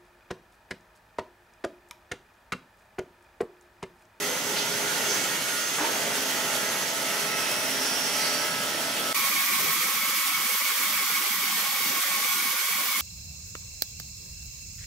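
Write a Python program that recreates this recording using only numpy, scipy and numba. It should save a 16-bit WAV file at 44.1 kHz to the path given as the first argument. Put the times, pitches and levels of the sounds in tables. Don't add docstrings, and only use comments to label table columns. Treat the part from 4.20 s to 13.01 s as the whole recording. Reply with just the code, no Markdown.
import sys
import numpy as np
from scipy import signal
from scipy.io import wavfile
from scipy.ndimage import uniform_filter1d
from numba import njit

SR = 44100
rng = np.random.default_rng(int(sys.argv[2]) if len(sys.argv) > 2 else 0)


def log_audio(samples):
    frames = np.atleast_2d(samples).T
    limited = np.clip(frames, -1, 1)
    pcm = np.round(limited * 32767).astype(np.int16)
    wavfile.write(sys.argv[1], SR, pcm)


def ratio(d):
    e = np.asarray(d, float) / 20
    return 10 ** e


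N = 388521
T = np.arange(N) / SR
HOP = 256
FREQ = np.arange(2 * HOP + 1) * SR / (4 * HOP)
FRAMES = np.arange(-(-N // HOP) + 1) * HOP / SR

BREAK_S, RESUME_S = 4.9287, 4.9447
QUARTER = np.array([[0], [np.pi / 2]])
WHEEL_TURN_HZ, WELD_S = 6.17, 6.9
BITE_DB = (-1, -7)

# time in seconds, level of the cut in dB.
FEED = [
    [(0, -38), (.4, -37.5), (.9, -35.5), (1.3, -37), (2.6, -36.5), (3.0, -37), (4.1, -35.5), (4.45, -37),
     (4.92, -36.5)],
    [(4.95, -30), (5.35, -29), (6.0, -30.5), (6.7, -30), (7.3, -30.5), (7.95, -30), (8.2, -30.5),
     (8.81, -30.5)],
]
# centre in seconds, half length in seconds, level in dB.
SHED_SWELLS = [(.2, .3, 2), (.9, 0.35, 3.5), (1.4, 0.18, -4.5), (1.85, .2, 1.5), (5.42, 0.1, 6.5),
               (6.05, 0.18, -2.5), (6.2, 0.07, 3), (7.7, 0.14, 1.5), (8.6, 0.76, -2), (5.0, .06, 2),
               (6.6, 0.088, -2), (8.4, 0.11, -1.5)]


def level(x, db=0):
    return x * ratio(db) / np.sqrt(np.mean(x ** 2))


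def curves(tables, t):
    s, *columns = np.vstack(tables).T
    return [np.interp(t, s, c) for c in columns]


def place(pair, t):
    return np.where(t < BREAK_S, *pair)


def by_place(tables):
    fields = []
    for table in tables:
        hz, value = np.array(table).T
        fields.append(np.interp(np.log(FREQ + 1), np.log(hz), value)[:, None])
    return place(fields, FRAMES)


def swells(rows, t):
    return sum(db * np.exp(-((t - s) / half) ** 2) for s, half, db in rows)


def after(t, s, ease=0.056):
    return .5 + .5 * np.tanh((t - s) / ease)


def walk(rate, t, count=1):
    knots = rng.standard_normal((count, int(t[-1] * rate) + 3))
    return 1.198 * np.array([np.interp(t * rate, np.arange(len(k)), k) for k in knots])


def patches(rate, width_hz):
    row = np.minimum(FREQ / width_hz, 398)
    w, k = walk(rate, FRAMES, count=400), row.astype(int)
    part = (row - k)[:, None]
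    return 0.8 * ((1 - part) * w[k] + part * w[k + 1])


def split(x):
    return signal.stft(x, nperseg=4 * HOP, noverlap=3 * HOP)[2]


def join(z):
    return signal.istft(z, nperseg=4 * HOP, noverlap=3 * HOP)[1][..., :N]


def unit(db, lo_hz, hi_hz):
    band_rows = (FREQ > lo_hz) & (FREQ < hi_hz)
    return db - 10 * np.log10(np.sum(ratio(db[band_rows]) ** 2, axis=0) / len(FREQ))


@njit
def resonate(push, hz, width, gain, shift):
    out, n = np.zeros(len(push)), len(push)
    for k in range(len(hz)):
        r = np.exp(-np.pi * width[k] / SR)
        p, z, g = r * np.exp(2j * np.pi * hz[k] / SR), 0j, gain[k] * np.sqrt(2 * (1 - r * r))
        for i in range(n):
            z = z * p + push[(i + shift[k]) % n]
            out[i] += g * z.imag
    return out


def ring(hz, width, db, turn_hz=0):
    hz = np.array(hz, float)
    shift, push = rng.integers(0, N, len(hz)), rng.standard_normal((2, N))
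    if turn_hz:
        keep = .85
        size = int(SR / turn_hz)
        turns = np.pad(push, ((0, 0), (0, -N % size))).reshape(2, -1, size)
        turns = signal.lfilter([np.sqrt(1 - keep ** 2)], [1, -keep], turns, axis=1)
        push = turns.reshape(2, -1)[:, :N].copy()
        shift = shift % size
    return np.array([resonate(p, hz, width + 0 * hz, ratio(db), shift) for p in push])


def steel(tables, lo_hz=0., hi_hz=2e4, base_hz=2.2, damping=0.0019):
    out = []
    for table in tables:
        hz, db = np.transpose([m for m in table if lo_hz < m[0] < hi_hz])
        out.append(level(ring(hz, base_hz + damping * hz, db)))
    return place(out, T)


def wheels():
    # mode in Hz, level in dB.
    wheel_modes = [
        [(832, -52), (861, -54), (902, -54), (969, -57), (1174, -57), (1305, -45), (1386, -52), (1432, -54), (1526, -51), (1647, -51), (1752, -60), (1785, -59), (1806, -53), (1825, -53), (1881, -52), (1951, -49), (2035, -48), (2086, -53), (2191, -53), (2223, -51), (2285, -55), (2344, -54), (2363, -58), (2474, -59), (2506, -58), (2546, -52), (2614, -52), (2654, -58)] + [(1449, -51)],
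        [(824, -62), (966, -57), (1303, -47), (1432, -53), (1532, -54), (1561, -53), (1647, -52), (1690, -59), (1785, -56), (1828, -52), (1881, -55), (1949, -48), (2019, -52), (2081, -50), (2099, -51), (2358, -53), (2444, -57), (2468, -54), (2603, -56)],
    ]
    wheel_db = curves(FEED, T)[0] + place((-5.5, -13), T)
    low = steel(wheel_modes, hi_hz=1291.0) * ratio(wheel_db - place((9, 16), T))
    high = steel(wheel_modes, lo_hz=1307.0, base_hz=2.4, damping=0.0018) * ratio(wheel_db + 3.5)
    return low + high


def singing_wheel():
    # centre in seconds, half length in seconds, level in dB.
    sing_swells = [(1.6, 0.3, 7), (2.4, .2, 8), (2.85, .15, 4.5), (3.15, 0.27, 11), (3.6, .15, -9),
                   (4.1, 0.22, 8), (4.45, 0.31, 9.5), (4.95, 0.15, 13), (5.65, 0.33, 14),
                   (6.15, 0.28, 13.5), (6.9, 0.38, 11)]
    sing_db = place((-51, -56), T) + swells(sing_swells, T)
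    phase = 2 * np.pi * np.cumsum(1303 * (1 + 0.0011 * walk(6, T)[0])) / SR
    main = level(np.sin(phase - QUARTER) * ratio(1.5 * walk(12, T, count=2))) * ratio(sing_db)
    neighbour = level(np.sin(1.099 * phase - QUARTER) * ratio(2.5 * walk(9, T, count=2)), -44.5)
    return main + neighbour * np.clip((1.6 - T) / .1, 0, 1) * (.5 + .5 * after(T, .42))


def band():
    # mode in Hz, level in dB.
    band_low = [
        [(2724, -71), (2791, -48), (2842, -48.5), (3042, -48.5), (3077, -52), (3219, -49.5), (3257, -49),
         (3365, -49), (3510, -48.5), (3650, -58), (3669, -61), (3852, -54), (3922, -69), (3943, -51),
         (4094, -55), (4239, -58), (4325, -49), (4382, -55), (4471, -53), (4535, -51), (4686, -49.5),
         (4988, -51.5)],
        [(2786, -61), (2856, -69), (2931, -60), (2961, -53), (3068, -57), (3214, -49), (3254, -53.5),
         (3354, -50.5), (3383, -53), (3499, -51), (3644, -50.5), (3790, -53), (3938, -56), (4229, -55),
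         (4317, -52), (4379, -56), (4460, -60), (4608, -50.5), (4753, -55), (4840, -57), (4904, -55),
         (4974, -52)],
    ]
    # mode in Hz, level in dB.
    band_high = [
        [(5068, -58), (5138, -55), (5211, -57), (5286, -54), (5367, -53), (5448, -52), (5512, -56), (5599, -56),
         (5674, -55), (5830, -55), (5903, -57), (5989, -59), (6062, -52), (6150, -55), (6231, -57), (6296, -56),
         (6385, -49), (6457, -56), (6527, -56), (6624, -57), (6866, -60), (6934, -61), (7009, -60), (7189, -60),
         (7265, -58), (7421, -60), (7687, -60), (7843, -62)],
        [(5128, -55), (5208, -54), (5286, -56), (5367, -59), (5451, -60), (5504, -58), (5539, -59), (5631, -60),
         (5663, -59), (5741, -57), (5817, -57), (5895, -55), (6051, -56), (6129, -53), (6185, -55), (6385, -60),
         (6506, -59), (6621, -58), (6681, -60), (6756, -61), (6936, -62), (7001, -60), (7087, -61), (7184, -60),
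         (7249, -58), (7340, -60), (7410, -61), (7666, -61)],
    ]
    # centre in seconds, half length in seconds, level in dB.
    upper_swells = [
        (.9, 0.09, 4.3),
        (1.5, .15, 1.8),
        (8.0, 0.13, 2.7),
    ]
    feed_db = curves(FEED, T)[0]
    slip = after(T, 3.13, 0.26) * (T < BREAK_S)
    lower_db = feed_db + place((-6, -13), T) + 5.5 * slip * (1 - after(T, 4.33, 0.23))
    upper_db = feed_db + place((-4, -13), T) - 14 * slip + swells(upper_swells, T)
    out = steel(band_low) * ratio(feed_db + place(BITE_DB, T) - 2.0)
    out = out + steel(band_high, hi_hz=5990.0) * ratio(lower_db - 1.5)
    out = out + steel(band_high, lo_hz=5960.0) * ratio(upper_db + 1.0)
    screech = level(ring([5250., 5600., 5900.], 550.0, [0., 0., 0.]))
    return out + screech * ratio(lower_db - 4.5 + 3.0 * walk(14, T)[0])


def singers():
    # mode in Hz, start in seconds, end in seconds, level in dB.
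    locked_modes = [(1438, 5, 8.81, -50), (1527, 1.5, 2.13, -46), (1530, 1.5, 1.5, -49),
                    (1647, 1, 4.9, -53), (1883, 0.6, 3.4, -53), (1953, -1, 3, -53.5), (1940, 6, 5.2, -47),
                    (2037, 0, 4.5, -52.5), (2084, -1, 1.6, -58), (2084, 8, 8.5, -51),
                    (2223, .2, .35, -47.5), (2546, 3, 4.9, -53), (2645, 5, 4, -50), (1390, 2, 4.9, -53.5),
                    (6385, -1, 1.8, -50), (5970, 3, 4.27, -48), (1432, 1.25, 1.6, -49),
                    (2226, .95, 1.33, -44.5), (5830, 3.5, 4.2, -48), (2610, 3, 3.5, -45),
                    (2546, 4.5, 3.93, -46.5), (2546, 4, 3.55, -49)]
    out = np.zeros((2, N))
    waver = np.repeat(walk(7, T[::64], count=3 * len(locked_modes)), 64, axis=1)[:, :N]
    for j, (hz, start, end, db) in enumerate(locked_modes):
        span = slice(max(int((start - .2) * SR), 0), int((end + .2) * SR))
        t = T[span]
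        phase = 2 * np.pi * np.cumsum(hz + 1.5 * waver[3 * j, span]) / SR
        same_place = (t < BREAK_S) == (start < BREAK_S)
        gate = after(t, start) * (1 - after(t, end)) * same_place
        wavering = ratio(db + 2.4 * waver[3 * j + 1:3 * j + 3, span])
        out[:, span] += np.sqrt(2) * np.sin(phase - QUARTER) * wavering * gate
    return out


def chip_hiss():
    # frequency in Hz, level in dB per Hz.
    hiss_colour = [
        [(560, -33), (950, -18), (1090, -5.5), (1320, -1.5), (1550, -5), (2010, -5), (2360, -5), (3130, -1.5),
         (4140, -6.5), (5480, -7.5), (11000, -10.5), (15500, -15)],
        [(950, -11), (1150, -1), (1400, -11.5), (2000, -9.5), (2350, -6.5), (2800, -6.5), (4000, -8.5),
         (7000, -12), (9500, -11.5), (11400, -10), (11900, -5), (13600, -11.5), (15500, -9.5)],
    ]
    # time in seconds, frequency in Hz, level in dB.
    glint = [
        (1.9, 11300, 3),
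        (2.55, 11200, 5.5),
        (3.2, 10800, 4.5),
        (4.2, 10600, 2.5),
        (4.9, 10500, 1),
    ]
    feed_db, hz = curves(FEED, FRAMES)[0], FREQ[:, None]
    hiss_db, bite_db = feed_db + place((-3, -3), FRAMES), feed_db + place(BITE_DB, FRAMES)
    bite = np.exp(-(np.log(hz / 3500 + 1e-9) / .5) ** 2) * (bite_db - hiss_db - place((4.5, -1.5), FRAMES))
    flicker = .75 * walk(40, FRAMES) + 1.15 * patches(45, 1800)
    flicker = flicker + 1.7 * patches(16, 100) + .2 * patches(2.5, 500)
    low_cut = 40 * np.clip(1 - hz / 950, 0, .3) / 0.17
    hiss = unit(by_place(hiss_colour), 6830, 17200) + hiss_db + bite + flicker - low_cut
    glint_hz, glint_db = curves([glint], FRAMES)
    return hiss + glint_db * np.exp(-((hz - glint_hz) / 450) ** 2) * (FRAMES < BREAK_S)


def shed_rumble():
    # frequency in Hz, level in dB per Hz.
    rumble_colour = [
        [(35, -61), (60, -38), (129, -9.5), (258, -6.5), (355, -6), (652, -4), (782, -7.5), (884, -3.5),
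         (1100, -11), (1430, -47), (2420, -120)],
        [(35, -68), (60, -39), (211, -23.5), (244, -24), (482, -15), (537, -11.5), (699, -18.5), (797, -8),
         (966, -20), (1050, -41), (1360, -32), (2310, -120)],
    ]
    shed_db, hz = swells(SHED_SWELLS, FRAMES), FREQ[:, None]
    rumble_db = place((-40.5, -46), FRAMES) + 0.56 * shed_db
    deep_db = place((-46.5, -50), FRAMES) + 0.64 * shed_db
    deep = np.clip(np.log2(320 / (hz + 1)) + .5, 0, 1)
    colour = by_place(rumble_colour)
    rumble = deep * (unit(colour, 90, 300) + deep_db) + (1 - deep) * (unit(colour, 220, 1200) + rumble_db)
    return rumble + 1.5 * patches(9, 100) - 60 * (hz > 1080)


def cut():
    gain = np.hypot(ratio(chip_hiss() + 2.5), ratio(shed_rumble() + 1.3))
    return join(split(rng.standard_normal((2, N))) * gain)


def kerf_ring(second_db, throb):
    # mode in Hz, width in Hz, level in dB, drift in dB per second.
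    kerf_modes = [
        [(1060, 9.1, -12, 3.5), (1105, 12, 4, -2.5), (1130, 8.2, -3, 2), (1160, 12, -5, 2),
         (1200, 12, -7.5, -7), (1241, 9.2, -9, 3.5)],
        [(2197, 54, -5.5, -1), (2223, 50, -0.5, -0.5), (2262, 22, -1, 2.5), (2355, 59, -5.5, -3.5)],
    ]
    out = 0
    for db, modes in zip((second_db - 13, second_db), kerf_modes):
        body = 0
        for hz, width, mode_db, drift in modes:
            mode = ring([hz], width, [0.], turn_hz=WHEEL_TURN_HZ)
            body = body + level(mode, mode_db + 10 * np.log10(width)) * ratio(drift * (T - WELD_S))
        out = out + level(body * (T > BREAK_S), -5.0) * ratio(db) * throb
    return out


def weld_knock(second_db, turn):
    # mode in Hz, width in Hz, level in dB against the teeth.
    weld_modes = [
        (1200, 30, -3.5),
        (2345, 70, -1),
        (2270, 40, -6),
    ]
    since = (turn / (2 * np.pi) + .43) % 1 - .5
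    knock = ring(*np.transpose(weld_modes), turn_hz=WHEEL_TURN_HZ) * np.exp(-(since / 0.066) ** 2)
    return knock * ratio(second_db)


def teeth():
    # time in seconds, level in dB.
    teeth_level = [
        (4.95, -34.5),
        (5.3, -33.5),
        (5.55, -36.5),
        (6.1, -35.5),
        (6.6, -36.5),
        (7.0, -35.5),
        (7.7, -37),
        (8.2, -34.5),
        (8.81, -36.5),
    ]
    # centre in seconds, half length in seconds, level in dB.
    whine_swells = [
        (5.55, .4, 2),
        (6.17, .04, -12),
        (6.5, .25, -1),
        (7.8, .25, 1),
        (8.75, .2, -4),
    ]
    tooth_hz, swing_hz, dip_db = 1107, 16, 3
    second_db = curves([teeth_level], T)[0] - 1.0
    wobble = 2 * np.pi * 6.22 * (T - 6.985)
    sway = -np.cos(wobble + .3 * walk(2, T)[0])
    grown = .35 + (1 - .35) * after(T, 6.35, .3)

    first_hz = tooth_hz + swing_hz * (grown * sway - .3 * (1 - grown)) + 2 * walk(20, T)[0]
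    first = np.sin(2 * np.pi * np.cumsum(first_hz) / SR - QUARTER)
    first = first * ratio(-dip_db * sway + 2 * walk(25, T, count=2))
    whine_db = .4 * (second_db + 37) + swells(whine_swells, T) + 2 * np.cos(2 * wobble)
    out = level(first, -42.5) * ratio(whine_db)

    turn = 2 * np.pi * WHEEL_TURN_HZ * (T - WELD_S)
    throb = 1 + .2 * np.cos(turn - 2) + .14 * np.cos(3 * turn - .4)
    throb = throb + .25 * np.cos(4 * turn - .8) + .1 * np.cos(7 * turn + 1.7)
    second_hz = 2 * tooth_hz + 2 * swing_hz * sway * np.sqrt(grown) + 9 * walk(30, T)[0]
    second = np.sin(2 * np.pi * np.cumsum(second_hz) / SR - QUARTER)
    second = second * ratio(-dip_db * sway + 4 * walk(40, T, count=2))
    out = out + level(second, -4.5) * ratio(second_db) * throb
    out = out + kerf_ring(second_db, throb) + weld_knock(second_db, turn)
    return out * (T > BREAK_S)


def motor():
    # order of the turn, level in dB.
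    hum_orders = [(7, -1), (9, -11), (11, 0), (12, -9), (13, -7), (14, -4), (15, -6), (16, 2.5), (17, -1),
                  (18, 2.5), (19, -11), (22, -3), (23, -2), (24, -4)]
    # order, centre in seconds, half length in seconds, level in dB.
    order_swells = [(7, 2.15, 0.14, 6), (7, 3.64, 0.23, 5.5), (7, 0.14, 0.4, 11.5), (14, 2.04, 0.45, 8),
                    (14, .5, .4, 13), (15, 3.55, 0.37, 5), (16, 4.4, 0.74, 2), (16, 0.31, .5, 7),
                    (17, 2.34, .25, 7), (17, 4.6, .25, 6.5), (18, 2.9, 0.58, 3), (18, 4.2, .3, -7),
                    (11, 0.18, 0.068, -16), (11, 0.78, 0.073, -13), (11, 0.32, .05, 0.5),
                    (11, 0.87, .06, 1.5), (11, 0.65, .06, 3), (11, 0.46, .05, -2), (11, 1.4, .2, -4),
                    (11, 1.66, .08, 5), (11, 2.15, .05, -10), (11, 2.75, 0.045, -7), (11, 3.8, .1, -9),
                    (11, 2.05, .05, 1), (11, 2.55, .15, -0.5), (11, 3.2, 0.21, 4), (11, 3.61, 0.12, 5),
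                    (18, 3.9, .1, -4), (16, 2.76, .1, -5), (16, 3.8, .1, -2), (18, 1.96, .15, -5),
                    (7, 4.9, .3, 3.5)]
    back_s = 1.73
    back_db = 8 - 4 * (T - back_s)
    strongest_db = -40.5 - 12.5 * after(T, 1) + back_db * after(T, back_s)
    others_db = -54 + 10 * after(T, 1.6, 0.17)
    turn = 2 * np.pi * np.cumsum(37.38 * (1 + 0.0014 * walk(3.01, T)[0])) / SR
    drift = walk(5, T[::64], count=24)
    start = rng.uniform(0, 2 * np.pi, (24, 1, 1)) - QUARTER
    out = 0
    for j, (k, db) in enumerate(hum_orders):
        k = round(k)
        own_db = swells([row[1:] for row in order_swells if round(row[0]) == k], T)
        base_db = strongest_db + 1.0 + 1.3 * walk(23.9, T)[0] if k == 11 else others_db - 7.0
        order_db = base_db + db + own_db + 2.4 * np.repeat(drift[j], 64)[:N]
        out = out + ratio(order_db) * np.sqrt(2) * np.sin(k * turn + start[j])
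    return out * (T < BREAK_S)


def noise_bursts():
    # centre in seconds, half length in seconds, frequency in Hz, width in Hz, level in dB.
    bursts = [(.372, 0.013, 3500, 2600, -29), (.389, 0.0047, 4300, 2400, -27), (.41, .016, 3100, 900, -34),
              (.272, .005, 6000, 1400, -34), (.845, .015, 1600, 560, -34), (0.81, .04, 1950, 110, -39),
              (0.91, 0.022, 5600, 1700, -30.5), (4.08, 0.1, 4510, 200, -38), (4.03, .025, 4300, 990, -35),
              (1.6, .02, 1400, 600, -34), (0.12, 0.055, 507, 30, -37), (0.039, 0.035, 1920, 150, -37.5),
              (5.46, 0.052, 210, 220, -40.5), (7.68, 0.047, 230, 210, -43), (3.6, 0.023, 1275, 30, -43),
              (1.764, .008, 690, 160, -37), (1.645, 0.01, 915, 60, -31), (1.63, 0.04, 2200, 2200, -35.5),
              (1.622, .012, 340, 60, -33), (1.875, .012, 580, 74, -36), (0.7, .04, 1520, 300, -37),
              (3.03, 0.32, 2040, 300, -41.5), (4.03, .06, 2050, 200, -40)]
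    out = np.zeros(N)
    for s, length, hz, width, db in bursts:
        sos = signal.butter(2, [hz - width / 2, hz + width / 2], "band", fs=SR, output="sos")
        rasp = signal.sosfilt(sos, rng.standard_normal(N))
        out += level(rasp, db) * np.exp(-((T - s) / length) ** 4)
    return out


def plank():
    # start in seconds, level in dB, dullness (above 0 favours the low modes, below 0 the high ones).
    blows = [
        (1.584, -27, 0),
        (1.594, -30.5, 0),
        (1.607, -30, 0),
        (1.617, -27.5, 1.2),
        (1.64, -28.5, 0),
        (1.664, -30, -0.2),
        (1.69, -31, .6),
        (1.738, -32, 0),
        (1.75, -34, 0),
        (1.873, -33, 0.3),
    ]
    # mode in Hz, time to fall 60 dB in seconds, level in dB.
    plank_modes = [
        (332, 0.11, -6.5),
        (453, 0.088, -4),
        (684, 0.08, -9),
        (926, 0.055, 0.5),
        (1005, .04, -8),
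        (1290, 0.05, -9),
        (1505, 0.04, -12),
        (1890, .04, -12),
    ]
    hz, t60, mode_db = np.transpose(plank_modes)
    out, t = np.zeros(N), T[:SR // 3, None]
    for s, db, dull in blows:
        size = ratio(db + mode_db - 12.0 * dull * np.log2(hz / 500))
        body = (size * np.exp(-np.log(1000) * t / t60) * np.sin(2 * np.pi * hz * t)).sum(axis=1)
        noise = level(ring([1300.], 1500.0, [0.])[0], db)
        slap = noise[int(s * SR):][:len(t)] * np.exp(-t[:, 0] / 0.016)
        out[int(s * SR):][:len(t)] += (body + slap) * np.minimum(t[:, 0] / .003, 1)
    return out


def shed(x):
    t, t60_s = T[:SR], 0.52
    tail = rng.standard_normal((2, SR)) * np.exp(-np.log(1000) * t / t60_s) * (t > .008)
    wet = signal.fftconvolve(x[None], tail / np.sqrt(np.sum(tail[0] ** 2)), axes=1)[:, :N]
    return np.array([.9 * x + .4 * wet[0], .8 * wet[1] + .5 * np.roll(x, 300)])


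def yard():
    knocks = plank() + noise_bursts()
    return shed(signal.sosfilt(signal.butter(2, 220, "high", fs=SR, output="sos"), knocks))


def scene():
    # frequency in Hz, likeness of the ports (held between 0 and 0.99 when read).
    port_likeness = [
        [(200, 0.85), (800, 0.9), (1550, 0.34), (2200, 0.64), (4300, 0.36), (6000, .5), (8000, 0.25),
         (15000, 0.5)],
        [(200, 0.58), (700, 0.16), (1050, 0.73), (2300, 0.5), (4300, 0.17), (8100, 0.5), (12000, 1),
         (13800, -1), (15200, -3)],
    ]
    # frequency in Hz, lead of the left port in radians.
    port_lead = [
        [(1000, 0), (6000, .3), (12000, -1.3)],
        [(2200, 0), (4300, .7), (6000, 0), (8100, -2.3), (10000, -1.5), (12000, 0), (15200, 1.9)],
    ]
    # frequency in Hz, left minus right in dB.
    port_tilt = [
        [(200, -1), (1000, -1.5), (6000, -4), (12000, -3), (15200, 6)],
        [(200, 0.5), (1500, -2.5), (6000, -2.5), (14000, -1.5)],
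    ]
    saw = wheels() + singing_wheel() + band() + singers()
    direct, scattered = split(saw + cut() + teeth() + motor() + yard())
    like, lead = np.clip(by_place(port_likeness), 0, .99), by_place(port_lead)
    tilt = ratio(by_place(port_tilt) / 2)
    right = like * np.exp(-1j * lead) * direct + np.sqrt(1 - like ** 2) * scattered
    lift = np.sqrt(2 / (1 + like * np.cos(lead)))
    return join(np.array([direct * tilt, right / tilt]) * lift)


def roll_off(x):
    return signal.sosfilt(signal.butter(12, 15900, fs=SR, output="sos"), x)


def record(dry):
    # centre in seconds, half length in seconds, frequency in Hz.
    dropouts = [(5.0, .04, 720), (5.27, .05, 450), (5.27, .02, 150), (5.72, .06, 660), (6.04, .07, 420),
                (6.33, .04, 690), (6.48, .025, 300), (6.58, .04, 140), (6.74, .03, 380), (7.0, .06, 720),
                (7.12, .025, 320), (7.18, .05, 700), (7.35, .05, 540), (7.46, .02, 280), (7.88, .04, 420),
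                (8.1, .03, 350), (8.17, .04, 620), (8.38, .06, 140), (8.56, .04, 670), (8.72, .05, 420)]
    top_hz, hz = 15700, FREQ[:, None]
    z = split(dry)
    weak = (hz < 880) & (FRAMES > BREAK_S)
    power = np.mean(np.abs(z) ** 2, axis=0)
    power = uniform_filter1d(uniform_filter1d(power, size=2, axis=0), size=3)
    over_db = 10 * np.log10(power / np.median(power[weak])) + 7 * patches(36, 70)
    over_db = over_db + (1.5 * swells(SHED_SWELLS, FRAMES) - 3) * (hz < 150)
    over_db = over_db + 4 * np.exp(-((hz - 200) / 60) ** 2)
    for s, half, centre_hz in dropouts:
        over_db = over_db - 14 * np.exp(-((FRAMES - s) / half) ** 2 - ((hz - centre_hz) / 65) ** 2)
    drop_db = -36 * np.clip((1 - over_db) / 1.5, 0, 1)
    faint = place((hz > 12800, (np.abs(hz - 10700) < 800) * .2), FRAMES)
    speck_db = -26 * (patches(20, 190) > 1.15) * faint
    wet = join(z * ratio(weak * drop_db + speck_db) * (hz < top_hz + 80))
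    wet = signal.sosfilt(signal.butter(2, 95, "high", fs=SR, output="sos"), wet)
    wet = signal.sosfilt(signal.ellip(12, .3, 70, top_hz, fs=SR, output="sos"), wet)
    wet = wet * np.where((T > BREAK_S) & (T < RESUME_S), ratio(-12), 1)
    return roll_off(wet)


dry = scene()
out = record(dry)
log_audio(out)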